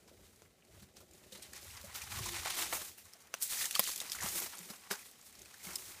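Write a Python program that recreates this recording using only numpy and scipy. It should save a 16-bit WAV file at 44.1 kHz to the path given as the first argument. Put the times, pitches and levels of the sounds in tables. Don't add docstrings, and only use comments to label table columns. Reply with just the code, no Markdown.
import sys
import numpy as np
from scipy import signal
from scipy.fft import rfft, irfft, next_fast_len
from scipy.io import wavfile
from scipy.ndimage import uniform_filter1d, map_coordinates

SR = 44100
rng = np.random.default_rng(int(sys.argv[2]) if len(sys.argv) > 2 else 0)


def generate_wav(sig):
    pcm = np.round(np.clip(np.atleast_2d(sig).T, -1, 1) * 32767).astype(np.int16)
    wavfile.write(sys.argv[1], SR, pcm)


def attenuation_scalar(level_db):
    decades = np.asarray(level_db, float) / 20
    return 10 ** decades


N = 264579
FRAME = 8192

# time [s], effort [dB], wetness [dB].
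STIRRING = [(0, -68.5, -5), (.62, -72.5, -2.5), (.8, -61, -6.5), (.93, -71.5, -3), (1.25, -64, -8.5),
            (1.9, -55, -2), (2.1, -51, -2), (2.7, -43, -5.5), (2.95, -60, -11), (3.3, -66, -0.5),
            (3.4, -72, 7.5), (3.47, -47.5, -26), (3.7, -51.5, -29), (4.1, -47.5, -7.5), (4.5, -50.5, -12.5),
            (4.85, -59, -3), (5.17, -61, -8.5), (6, -54, -9)]
# full strength at [s], hold [s], level [dB], fineness [dB].
BRUSH_STROKES = [(.12, 0.34, -72, -6.5), (0.968, 0.014, -57.5, -14), (1.33, 0.004, -50, -14),
                 (1.425, 0.0075, -50, -19), (1.55, 0.02, -48, -32), (1.622, 0.11, -53, -10),
                 (1.948, 0.012, -44.5, -23), (2.021, 0.0088, -48, -13), (2.11, 0.088, -44, -12.5),
                 (2.23, 0.17, -42.5, -18), (2.455, 0.091, -37.5, -28), (2.57, 0.024, -40.5, -5),
                 (2.734, 0.0083, -50, 8), (2.781, 0.092, -51, -3), (3.345, 0.0042, -51, -31),
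                 (3.424, 0.011, -46, 3.5), (3.502, 0.094, -41.5, -5), (3.596, 0.038, -38, -16),
                 (3.606, 0.044, -45, 0.5), (3.751, 0.036, -38.5, -11.5), (3.8, 0.098, -40.5, -13.5),
                 (3.858, 0.064, -48, -1.5), (3.98, 0.014, -53, -4), (4.122, 0.006, -46.5, -4),
                 (4.237, 0.11, -46.5, -0.5), (4.36, 0.018, -41.5, -0.5), (4.424, 0.017, -48, -0.5),
                 (2.614, 0.013, -37.5, -13), (2.99, .015, -66, 1), (3.048, 0.011, -74, 4),
                 (3.205, 0.018, -68, -13), (5.249, .02, -65, 1), (1.15, 0.017, -63.5, -9),
                 (1.467, 0.0091, -61, -19), (0.245, .015, -65, -9), (4.597, 0.14, -61.5, -0.5),
                 (4.92, 0.15, -57.5, -5), (5.64, 0.031, -48.5, -5.5), (5.709, 0.21, -54.5, -3)]
# full strength at [s], hold [s], rumble [dB], hum of hollow [dB].
GRIP_SHIFTS = [(0, 0.11, -74, -65), (0.197, 0.074, -68, -70.5), (0.42, .03, -65, -76),
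               (0.746, 0.086, -62.5, -65.5), (0.964, 0.69, -70, -67), (1.682, 0.3, -62, -95),
               (2.04, 0.016, -58.5, -89), (2.19, 0.025, -45.5, -60.5), (2.225, 0.18, -53.5, -65),
               (2.5, 0.13, -62.5, -63), (2.715, .01, -60.5, -58), (2.78, 0.03, -72, -58),
               (2.893, .02, -70.5, -84), (3.048, 0.016, -73, -88), (3.3, 0.04, -77, -95),
               (3.573, 0.025, -87, -84), (3.774, 0.16, -91, -79), (3.995, 0.025, -72.5, -62),
               (4.24, 0.012, -54.5, -58), (4.36, 0.11, -68, -59), (4.58, 0.13, -88, -64.5),
               (5.4, 0.021, -66.5, -68.5), (5.676, 0.051, -64.5, -61.5), (5.8, 0.15, -68.5, -65.5)]
# pitch [Hz], width [Hz], level [dB].
CAVITY_MODES = [(193, 45, -1.5), (366, 55, 1.5), (590, 146, -5.5)]

BRUSH_SLOPES_DB_S, DRAG_SLOPES_DB_S, SHIFT_SLOPES_DB_S = (840, 245), (1500, 165), (173, 143)
TICK_BODY_DB = -35


def unit(x):
    return x / np.sqrt(np.mean(x ** 2) + 1e-20)


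def curves(rows):
    s, *cols = np.transpose(rows)
    return [np.interp(np.arange(N) / SR, s, c) for c in cols]


def wobble(knots_per_s):
    knots = rng.standard_normal(int(N * knots_per_s / SR) + 4)
    return map_coordinates(knots, [np.arange(N) * knots_per_s / SR])


def coloured(x, spectrum):
    m = next_fast_len(N + FRAME)
    hz, db = np.transpose(spectrum)
    gain = attenuation_scalar(np.interp(np.log(np.fft.rfftfreq(m, 1 / SR) + 1), np.log(hz + 1), db))
    return unit(irfft(rfft(x, m) * gain, m)[:N])


def resonance(f, hz, width_hz):
    return 1j * f * width_hz / (hz * hz - f * f + 1j * f * width_hz)


def add(track, s, piece):
    track[round(s * SR):][:len(piece)] += piece


def strokes(rows, level_db, slopes_db_s, between_db):
    t = np.arange(0, N, 32) / SR
    s, hold = np.transpose(rows)[:2, :, None]
    rise_db = slopes_db_s[0] * np.maximum(s - t, 0)
    fall_db = slopes_db_s[1] * np.maximum(t - s - hold, 0)
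    power = (attenuation_scalar(level_db[:, None] - rise_db - fall_db) ** 2).sum(axis=0)
    return np.sqrt(np.interp(np.arange(N) / SR, t, power) + attenuation_scalar(between_db) ** 2)


def creases(per_s, spread_db, life_s):
    size = attenuation_scalar(spread_db * np.minimum(rng.exponential(size=N), 4.5))
    starts = (rng.random(N) < per_s / SR) * size
    glow = signal.lfilter([1], [1, -np.exp(-1 / (life_s * SR))], starts)
    return glow * rng.standard_normal(N)


def hush():
    # frequency [Hz], level [dB].
    air = [(18, -35), (30, -33), (86, -13), (149, 1), (239, 3), (303, -2), (426, 1), (801, -5.5),
           (1130, -59), (1280, -14.5), (7670, -22.5), (14800, -48), (16000, -42)]
    return attenuation_scalar(-71 + 0.39 * wobble(2.96)) * coloured(rng.standard_normal(N), air)


def handling():
    # frequency [Hz], level [dB].
    rumble = [(12, -50), (20, -47), (51, 0.5), (81, 6.5), (102, 3), (150, -8), (220, -9), (290, -59),
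              (480, -120)]
    still_db = -80
    grip = strokes(GRIP_SHIFTS, np.transpose(GRIP_SHIFTS)[2], SHIFT_SLOPES_DB_S, still_db)
    return grip * unit(attenuation_scalar(1.5 * wobble(14)) * coloured(rng.standard_normal(N), rumble))


def murmur():
    still_db = -91
    f = np.fft.rfftfreq(N, 1 / SR)
    modes = sum((-1) ** k * attenuation_scalar(db) * resonance(f, hz, width)
                for k, (hz, width, db) in enumerate(CAVITY_MODES))
    shoves = creases(per_s=140, spread_db=-0.5, life_s=0.0094)
    shuffling = strokes(GRIP_SHIFTS, np.transpose(GRIP_SHIFTS)[3], SHIFT_SLOPES_DB_S, still_db)
    return shuffling * unit(irfft(rfft(shoves) * modes, N))


def chips(per_s, hz, spread, turns, spread_db):
    when, pitch, size = rng.random((3, int(per_s * N / SR)))
    logit = np.log(pitch / (1 - pitch + 1e-9) + 1e-9)
    f = np.clip(hz * np.exp(spread * logit), 0.55 * hz, SR / 3)[:, None]
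    k = np.arange(FRAME // 16)
    rings = np.sin(2 * np.pi * f * k / SR) * np.exp(-f * k / SR / turns)
    rings *= attenuation_scalar(-spread_db * np.log(size + 0.016))[:, None]
    places = (when * N).astype(int)[:, None] + k
    return unit(np.bincount(places.ravel(), rings.ravel(), minlength=N)[:N])


def humming(x):
    # pitch [Hz], width [Hz], level [dB].
    modes = [(1002, 15, 2), (1110, 25, 6), (1340, 220, -19), (2080, 110, -10)]
    f = np.fft.rfftfreq(N, 1 / SR)
    lift = sum(attenuation_scalar(db) * resonance(f, hz, width) for hz, width, db in modes)
    return unit(irfft(rfft(x) * (1 + lift), N))


def rustle():
    # full strength at [s], hold [s], level [dB].
    drags = [(0.239, 0.018, -68.5), (1.327, .15, -69), (1.537, 0.04, -58), (1.66, 0.057, -58.5),
             (1.944, .01, -50), (2.01, .02, -66), (2.122, 0.089, -50), (2.333, 0.075, -48.5),
             (2.456, 0.024, -40), (2.56, 0.028, -43), (2.716, 0.037, -49), (3.522, 0.11, -52.5),
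             (3.745, 0.066, -54), (4.015, 0.071, -56), (4.22, 0.035, -46), (4.358, 0.047, -49),
             (4.533, 0.061, -56.5), (4.69, 0.017, -58), (4.909, 0.0059, -48), (5.648, 0.066, -54),
             (5.824, 0.18, -60)]
    # frequency [Hz], level [dB].
    crackle_spectrum = [(1060, -31), (1800, -5), (1980, -1.5), (2750, -4.5), (3770, 3.5), (8500, -3),
                        (11000, -9), (18700, -120)]
    scuff_spectrum = [(260, -18.5), (450, -6.5), (522, -6.5), (605, -5.5), (755, 1), (819, 6), (1080, -0.5),
                      (1270, 4.5), (1970, 1), (3200, -4.5), (4160, -76), (7040, -120)]
    fizz_spectrum = [(3820, -16), (6500, -1), (11300, 0), (13600, 0.5), (15400, -2), (15900, -14),
                     (16300, -33)]
    stir_fineness_db = -11

    effort_db, wetness_db = curves(STIRRING)
    _, _, brush_db, fine_db = np.transpose(BRUSH_STROKES)
    brushing = strokes(BRUSH_STROKES, brush_db, BRUSH_SLOPES_DB_S, effort_db)
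    sifting = strokes(BRUSH_STROKES, brush_db + fine_db, BRUSH_SLOPES_DB_S, effort_db + stir_fineness_db)
    dragging = strokes(drags, np.transpose(drags)[2], DRAG_SLOPES_DB_S, effort_db + wetness_db)

    clumps_db = 0.7 * wobble(30) + 1.4 * wobble(90)
    grains = unit(creases(per_s=1500, spread_db=1.5, life_s=0.0018))
    bed = rng.standard_normal(N)
    flicks = chips(per_s=500, hz=4500, spread=0.3, turns=4, spread_db=3)
    blips = chips(per_s=450, hz=1400, spread=0.3, turns=7, spread_db=3)

    crackle = coloured(grains + bed, crackle_spectrum) + 0.51 * flicks
    crackle *= brushing * attenuation_scalar(-7 + clumps_db)
    scuff = humming(coloured(0.73 * grains + bed, scuff_spectrum)) + 0.4 * blips
    scuff *= dragging * attenuation_scalar(-5.5 + 1.94 * clumps_db + 2 * wobble(21.63))
    fizz = sifting * attenuation_scalar(3 + 0.73 * clumps_db) * coloured(0.19 * grains + bed, fizz_spectrum)
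    return crackle + scuff + fizz


def spits():
    effort_db = curves(STIRRING)[0]
    brushing = strokes(BRUSH_STROKES, np.transpose(BRUSH_STROKES)[2], BRUSH_SLOPES_DB_S, effort_db)
    sharp = creases(per_s=260, spread_db=3.5, life_s=0.00025)
    return brushing * attenuation_scalar(-10) * unit(np.diff(sharp, prepend=0) + sharp)


def breaks(rows, lag_s, rise, crack, ring_db, sharp, trim_db):
    out, t, f = np.zeros(N + FRAME), np.arange(FRAME) / SR, np.fft.rfftfreq(FRAME, 1 / SR)
    splinters = rng.standard_normal((len(rows), 2, FRAME))
    for (s, db, body_db, edge_db, hz, t60), (noise, size) in zip(rows, splinters):
        swell = (1 - np.exp(-t / (rise * t60))) * attenuation_scalar(-60 * t / t60)
        lumps = attenuation_scalar(3.2 * unit(uniform_filter1d(size, size=24)))
        burst = unit(noise * lumps) * swell / swell.max()
        jump = crack * attenuation_scalar(0.12 * (db + 12))
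        burst += jump * np.sign(noise) * np.exp(-t / 0.000055)
        burst[2] += 2.25 * jump
        middle = resonance(f, 5750, 6900) ** 2 + attenuation_scalar(ring_db) * resonance(f, hz, sharp * hz)
        body = attenuation_scalar(body_db + 11.5) * resonance(f, 860, 2160) ** 2
        edge = attenuation_scalar(edge_db - 1.5) * resonance(f, 14000, 10600) ** 2
        piece = irfft(rfft(burst) * (middle - body - edge), FRAME)
        add(out, s + lag_s, attenuation_scalar(db + trim_db) * piece)
    return out[:N]


def crushes():
    # start [s], peak [dB], ring [Hz], edge over peak [dB], t60 [s].
    wet = [(.0752, -53.5, 1050, -15, 0.13), (.824, -54.5, 4300, 2, 0.058), (.9665, -50, 5900, -19, 0.036),
           (1.004, -51, 1440, -6, 0.077), (1.3512, -44.5, 4100, -17, 0.051), (1.944, -47, 5500, 10, 0.19),
           (2.1853, -36, 1100, -17, 0.079), (2.2877, -32, 2130, -26, 0.027),
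           (2.5652, -38.5, 3860, -6, 0.24), (2.814, -37.5, 1710, -21, 0.056), (2.9747, -52, 2800, 6, 0.12),
           (4.2594, -34, 1380, -22, .07), (4.4596, -37, 2240, -20, 0.054), (4.701, -42.5, 5140, 2, 0.064),
           (4.911, -37, 5100, 4, 0.091), (4.9035, -30, 1260, -13, 0.13)]
    dry_bunches = [(1.323, -44.5, 3900, -23, 0.06), (1.3737, -46.5, 4250, -6, .051),
                   (1.4243, -43.5, 8200, -20, .041), (1.533, -37, 1950, -22, 0.032),
                   (1.5625, -40, 2120, -29, 0.073), (1.7685, -44, 4900, -17, 0.045),
                   (1.8404, -45, 625, -4, 0.16), (2.0181, -34.5, 2520, -17, 0.033),
                   (2.2552, -30, 1010, -32, 0.087), (2.473, -37, 1040, -27, 0.077),
                   (2.5005, -34, 3400, 0, 0.05), (3.4266, -33, 7530, 7, 0.072),
                   (4.2062, -38, 5940, -10, 0.076), (4.953, -44, 5950, -12, 0.03),
                   (5.598, -50, 2180, -8, 0.19), (5.7575, -30.5, 7950, -8.5, 0.016)]
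    wet_body_db, dry_body_db = -7, -37
    rows = [(s, db, wet_body_db, edge, hz, t60) for s, db, hz, edge, t60 in wet]
    rows += [(s, db, dry_body_db, edge, hz, t60) for s, db, hz, edge, t60 in dry_bunches]
    return breaks(rows, lag_s=-0.0017, rise=0.066, crack=0.2, ring_db=9, sharp=0.13, trim_db=-5)


def puffs(rows, kick):
    out, t, f = np.zeros(N + FRAME), np.arange(FRAME) / SR, np.fft.rfftfreq(FRAME, 1 / SR)
    for (s, db, hz, t60), noise in zip(rows, rng.standard_normal((len(rows), FRAME))):
        puff = noise * attenuation_scalar(-60 * t / t60) * (1 - np.exp(-t / 0.00038))
        puff -= kick * np.exp(-t / 0.00014)
        pop = irfft(rfft(puff) * resonance(f, hz, 0.25 * hz) ** 2, FRAME)
        add(out, s, attenuation_scalar(db - 5) * pop / abs(pop).max())
    return out[:N]


def pops():
    # start [s], peak [dB], pitch [Hz], t60 [s].
    pockets = [(0.086, -60, 686, 0.02), (0.436, -60, 1258, 0.02), (0.458, -55.5, 2030, 0.019),
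               (0.622, -54, 2470, 0.026), (0.702, -59, 604, 0.022), (0.772, -56, 611, 0.023),
               (0.83, -52, 1560, 0.02), (1.263, -63, 619, 0.02), (1.325, -44, 3150, 0.02),
               (1.703, -41.5, 2470, 0.027), (1.731, -51, 830, 0.02), (1.913, -45, 1980, 0.02),
               (2.037, -46, 861, 0.023), (2.173, -37, 1080, 0.022), (2.189, -34, 1080, 0.017),
               (2.373, -37, 1710, 0.02), (2.503, -34, 3310, 0.02), (2.914, -51, 1990, 0.02),
               (3.056, -53, 1010, 0.042), (3.152, -56, 663, 0.02), (3.27, -56, 2790, 0.02),
               (3.282, -55, 1930, 0.02), (3.477, -50, 2060, 0.02), (3.531, -35, 3400, 0.018),
               (3.572, -35, 1800, 0.02), (3.609, -30, 1860, 0.022), (3.641, -29, 1860, 0.02),
               (3.654, -31, 3300, 0.01), (3.66, -35, 1750, 0.015), (3.751, -23.5, 3030, 0.021),
               (3.759, -27.5, 1150, 0.025), (3.852, -30, 3180, 0.018), (3.865, -33, 2900, 0.012),
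               (4.092, -48, 2000, 0.02), (4.186, -35, 2020, 0.022), (4.203, -31, 1940, 0.032),
               (4.436, -37, 2360, 0.022), (4.463, -40, 910, 0.012), (4.536, -46, 1300, 0.019),
               (4.727, -51, 1110, 0.017), (4.836, -49.5, 2500, 0.02), (4.937, -34, 1470, 0.017),
               (5.027, -48, 2080, 0.02), (5.075, -59, 2260, 0.02), (5.326, -55, 1950, 0.02),
               (5.45, -52, 2160, 0.024), (5.541, -45, 1580, 0.017), (5.669, -38, 2100, 0.018),
               (5.827, -57, 2080, 0.02), (5.984, -56, 2430, 0.02)]
    return puffs(pockets, kick=0.4)


def flecks():
    # start [s], peak [dB], ring [Hz], edge over peak [dB].
    leaf_edges = [(0.2654, -54, 10600, -8), (0.3606, -48, 7680, -8), (0.6494, -46, 4430, -12),
                  (0.9388, -51, 7660, -10), (1.11, -41, 7200, -13), (1.1784, -49, 6870, -8),
                  (1.2664, -53, 3120, -13), (1.4774, -48, 2690, -10), (1.5105, -42, 4250, -4),
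                  (1.6207, -39, 6190, -8), (1.71, -35, 5150, -11), (2.038, -32, 5700, -8),
                  (2.109, -40, 4280, -11), (2.4323, -29, 3330, -6), (2.987, -44, 5300, -8),
                  (3.0334, -48, 11230, -10), (3.053, -41, 7560, -3), (3.1053, -49, 7610, -8),
                  (3.1277, -40, 5520, -17), (3.1896, -47, 6970, -8), (3.2031, -41, 6580, -8),
                  (3.2144, -43, 8610, -8), (3.2204, -41, 5700, -11), (3.2705, -42.5, 5960, -8),
                  (3.4044, -37, 8040, -8), (3.415, -23, 8100, -15), (3.4754, -27, 7630, 1),
                  (3.8384, -19.5, 6570, -2), (3.864, -21, 4810, -14), (4.0406, -34, 6370, -6),
                  (4.223, -23, 6800, -11), (4.5704, -31, 10100, -4), (4.5818, -29, 7100, -8),
                  (4.6534, -32, 8500, -8), (4.7594, -37, 7870, -6), (4.842, -37, 2570, -8),
                  (5.2445, -44, 9780, -8), (5.2634, -44, 8320, -4), (5.2894, -43, 7840, -8),
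                  (5.325, -40, 7310, -8), (5.374, -46, 6690, -8), (5.451, -42, 7600, -14),
                  (5.4934, -46, 6060, -8), (5.704, -34, 5520, -8), (5.7314, -30, 5710, -8),
                  (5.9184, -41, 5690, -6), (5.9614, -41, 5470, -8)]
    t60_s = 0.033
    rows = [(s, db, TICK_BODY_DB, edge, hz, t60_s) for s, db, hz, edge in leaf_edges]
    return breaks(rows, lag_s=0, rise=0.017, crack=0.94, ring_db=5, sharp=0.05, trim_db=-14.5)


def snap_t60_s(db):
    return 0.017 * attenuation_scalar(-0.06 * (db + 30))


def snaps():
    # start [s], peak [dB], ring [Hz], edge over peak [dB].
    ticks = [(0.359, -54, 7640, -10), (1.1343, -47, 7100, -15), (1.943, -38, 5960, -7),
             (3.1343, -40.5, 5570, -13), (3.4224, -20, 8240, -1), (3.6548, -23, 6500, -6),
             (3.7094, -19, 3260, -15), (3.7262, -30, 7100, -10), (3.7515, -18, 4600, -10),
             (3.915, -33, 4850, -6), (3.9595, -25, 7200, -3), (3.9767, -30, 7500, -10),
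             (4.0021, -20.5, 3870, -9), (4.063, -34.5, 2450, -15), (4.1178, -19, 3500, -14),
             (4.131, -27, 4400, -12), (4.184, -33, 2260, -28), (4.4002, -30, 2190, 9.5),
             (4.5515, -36.5, 8600, -8), (4.99, -39.5, 8480, -14), (5.026, -48, 5470, -8),
             (5.112, -44.5, 8200, -5), (5.2111, -45, 6900, -4), (5.391, -40, 6230, -13),
             (5.417, -37, 6550, -12), (5.5408, -35, 1546, -27), (5.758, -24, 5100, -7),
             (5.784, -36, 5500, -8), (5.853, -41, 5570, -12)]
    # start [s], peak [dB], ring [Hz], edge over peak [dB], body over peak [dB].
    twigs = [(0.4194, -46, 1090, -16, -7), (1.8124, -36, 1500, 1, -21), (2.0187, -28.5, 2450, -16, -23),
             (3.3399, -28, 6260, -1, -5.5), (3.5334, -33, 8360, -17, -4), (3.76, -26.5, 5030, -4, -12),
             (3.7934, -14, 4980, 7.5, -3.5), (3.8739, -26, 2250, -22, -6.5), (3.8923, -26, 6300, -8, -9),
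             (4.0135, -26, 2610, -7, -9), (4.097, -30, 4930, -12, -20), (4.152, -33, 7500, -10, -16),
             (4.233, -29, 7460, 6, -24), (4.2865, -25, 6200, -12, -20), (4.5884, -38, 6940, 2, -10),
             (4.7356, -41, 2830, -12, -3.5), (4.8693, -51, 2020, -20, 0), (4.2585, -37, 1200, -19, 3),
             (5.3518, -45, 5560, -9, -12), (5.457, -41, 2700, -8, -14), (5.6681, -35, 6350, -18, -13)]
    # start [s], peak [dB], ring [Hz], edge over peak [dB], body over peak [dB].
    sticks = [
        (2.4565, -34.5, 1170, -19, 3),
        (2.7256, -40, 770, -4, 12),
    ]
    stick_t60_s = 0.056
    rows = [(s, db, TICK_BODY_DB, edge, hz, snap_t60_s(db)) for s, db, hz, edge in ticks]
    rows += [(s, db, body, edge, hz, snap_t60_s(db)) for s, db, hz, edge, body in twigs]
    rows += [(s, db, body, edge, hz, stick_t60_s) for s, db, hz, edge, body in sticks]
    return breaks(rows, lag_s=0.0006, rise=0.0052, crack=0.79, ring_db=7.5, sharp=0.085, trim_db=-6.5)


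def hollow(x):
    # delay [s], level [dB].
    rocks = [(.0058, -11.5), (.0081, -15)]
    echoes = sum((-1) ** k * attenuation_scalar(db) * np.pad(x, (round(s * SR), 0))[:N] for k, (s, db) in enumerate(rocks))
    return x + echoes


def thuds():
    # start [s], peak [dB], pitch [Hz], lowest mode over peak [dB], t60 [s].
    treads = [(0.821, -45.5, 199, -10, 0.062), (1.322, -41.5, 512, -2, 0.056),
              (1.838, -38.5, 567, -2.5, 0.058), (2.725, -56, 696, -29, 0.081), (2.775, -45, 618, -30, 0.12),
              (2.457, -35, 770, -32, 0.098), (3.794, -40.5, 470, 0.5, 0.065), (4.241, -32, 195, 3.5, 0.035),
              (4.598, -53.5, 176, -18, 0.31), (4.702, -34, 208, -11, 0.04), (4.907, -30.5, 406, -4, 0.069),
              (5.667, -42, 177.5, -13, 0.094)]
    out, t = np.zeros(N + FRAME), np.arange(FRAME) / SR
    lowest = np.sin(2 * np.pi * CAVITY_MODES[0][0] * t)
    for s, db, hz, deep_db, t60 in treads:
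        ring = np.sin(2 * np.pi * hz * t) + attenuation_scalar(deep_db) * lowest
        add(out, s, attenuation_scalar(db - 60 * t / t60) * (1 - np.exp(-t / 0.0078)) * ring)
    return out[:N]


def drone():
    # time [s], lowest line [Hz], level [dB].
    glide = [
        (2.05, 375.4, -83),
        (2.12, 373.6, -57),
        (2.35, 350, -54.5),
        (2.45, 344, -69),
        (2.62, 325, -51),
        (2.72, 320, -89),
    ]
    # multiple of the lowest line, level [dB].
    partials = [(1, -4.5), (2.2, -8), (3, -11)]
    hz, db = curves(glide)
    turn = 2 * np.pi * np.cumsum(hz) / SR
    lines = sum(attenuation_scalar(line_db) * (wobble(30) * np.sin(k * turn) + wobble(30) * np.cos(k * turn))
                for k, line_db in partials)
    return attenuation_scalar(db) * lines


def knocks():
    # start [s], peak [dB], pitch [Hz], t60 [s].
    hits = [
        (2.7255, -32, 2030, 0.028),
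        (3.3398, -33, 1420, 0.045),
        (3.3398, -30.5, 2660, 0.03),
        (3.8746, -38, 1530, .008),
        (3.888, -33, 1116, 0.022),
        (4.1492, -32, 1460, .015),
        (4.9115, -24, 1520, 0.046),
        (4.955, -40, 1560, 0.018),
        (4.909, -31, 2100, .05),
        (2.726, -35, 740, .05),
    ]
    return puffs(hits, kick=4.0)


def scene():
    background = hush() + handling() + murmur()
    leaves = rustle() + spits() + crushes() + pops() + flecks()
    wood = hollow(snaps()) + knocks()
    return (background + leaves + wood + thuds() + drone())[None]


def roll_off(x):
    return signal.sosfilt(signal.butter(12, 16460, fs=SR, output="sos"), x)


def record(dry):
    band_limit = signal.ellip(12, 0.3, 45, 15400, fs=SR, output="sos")
    limited = signal.sosfilt(band_limit, dry)
    return roll_off(limited)


dry = scene()
out = record(dry)
generate_wav(out)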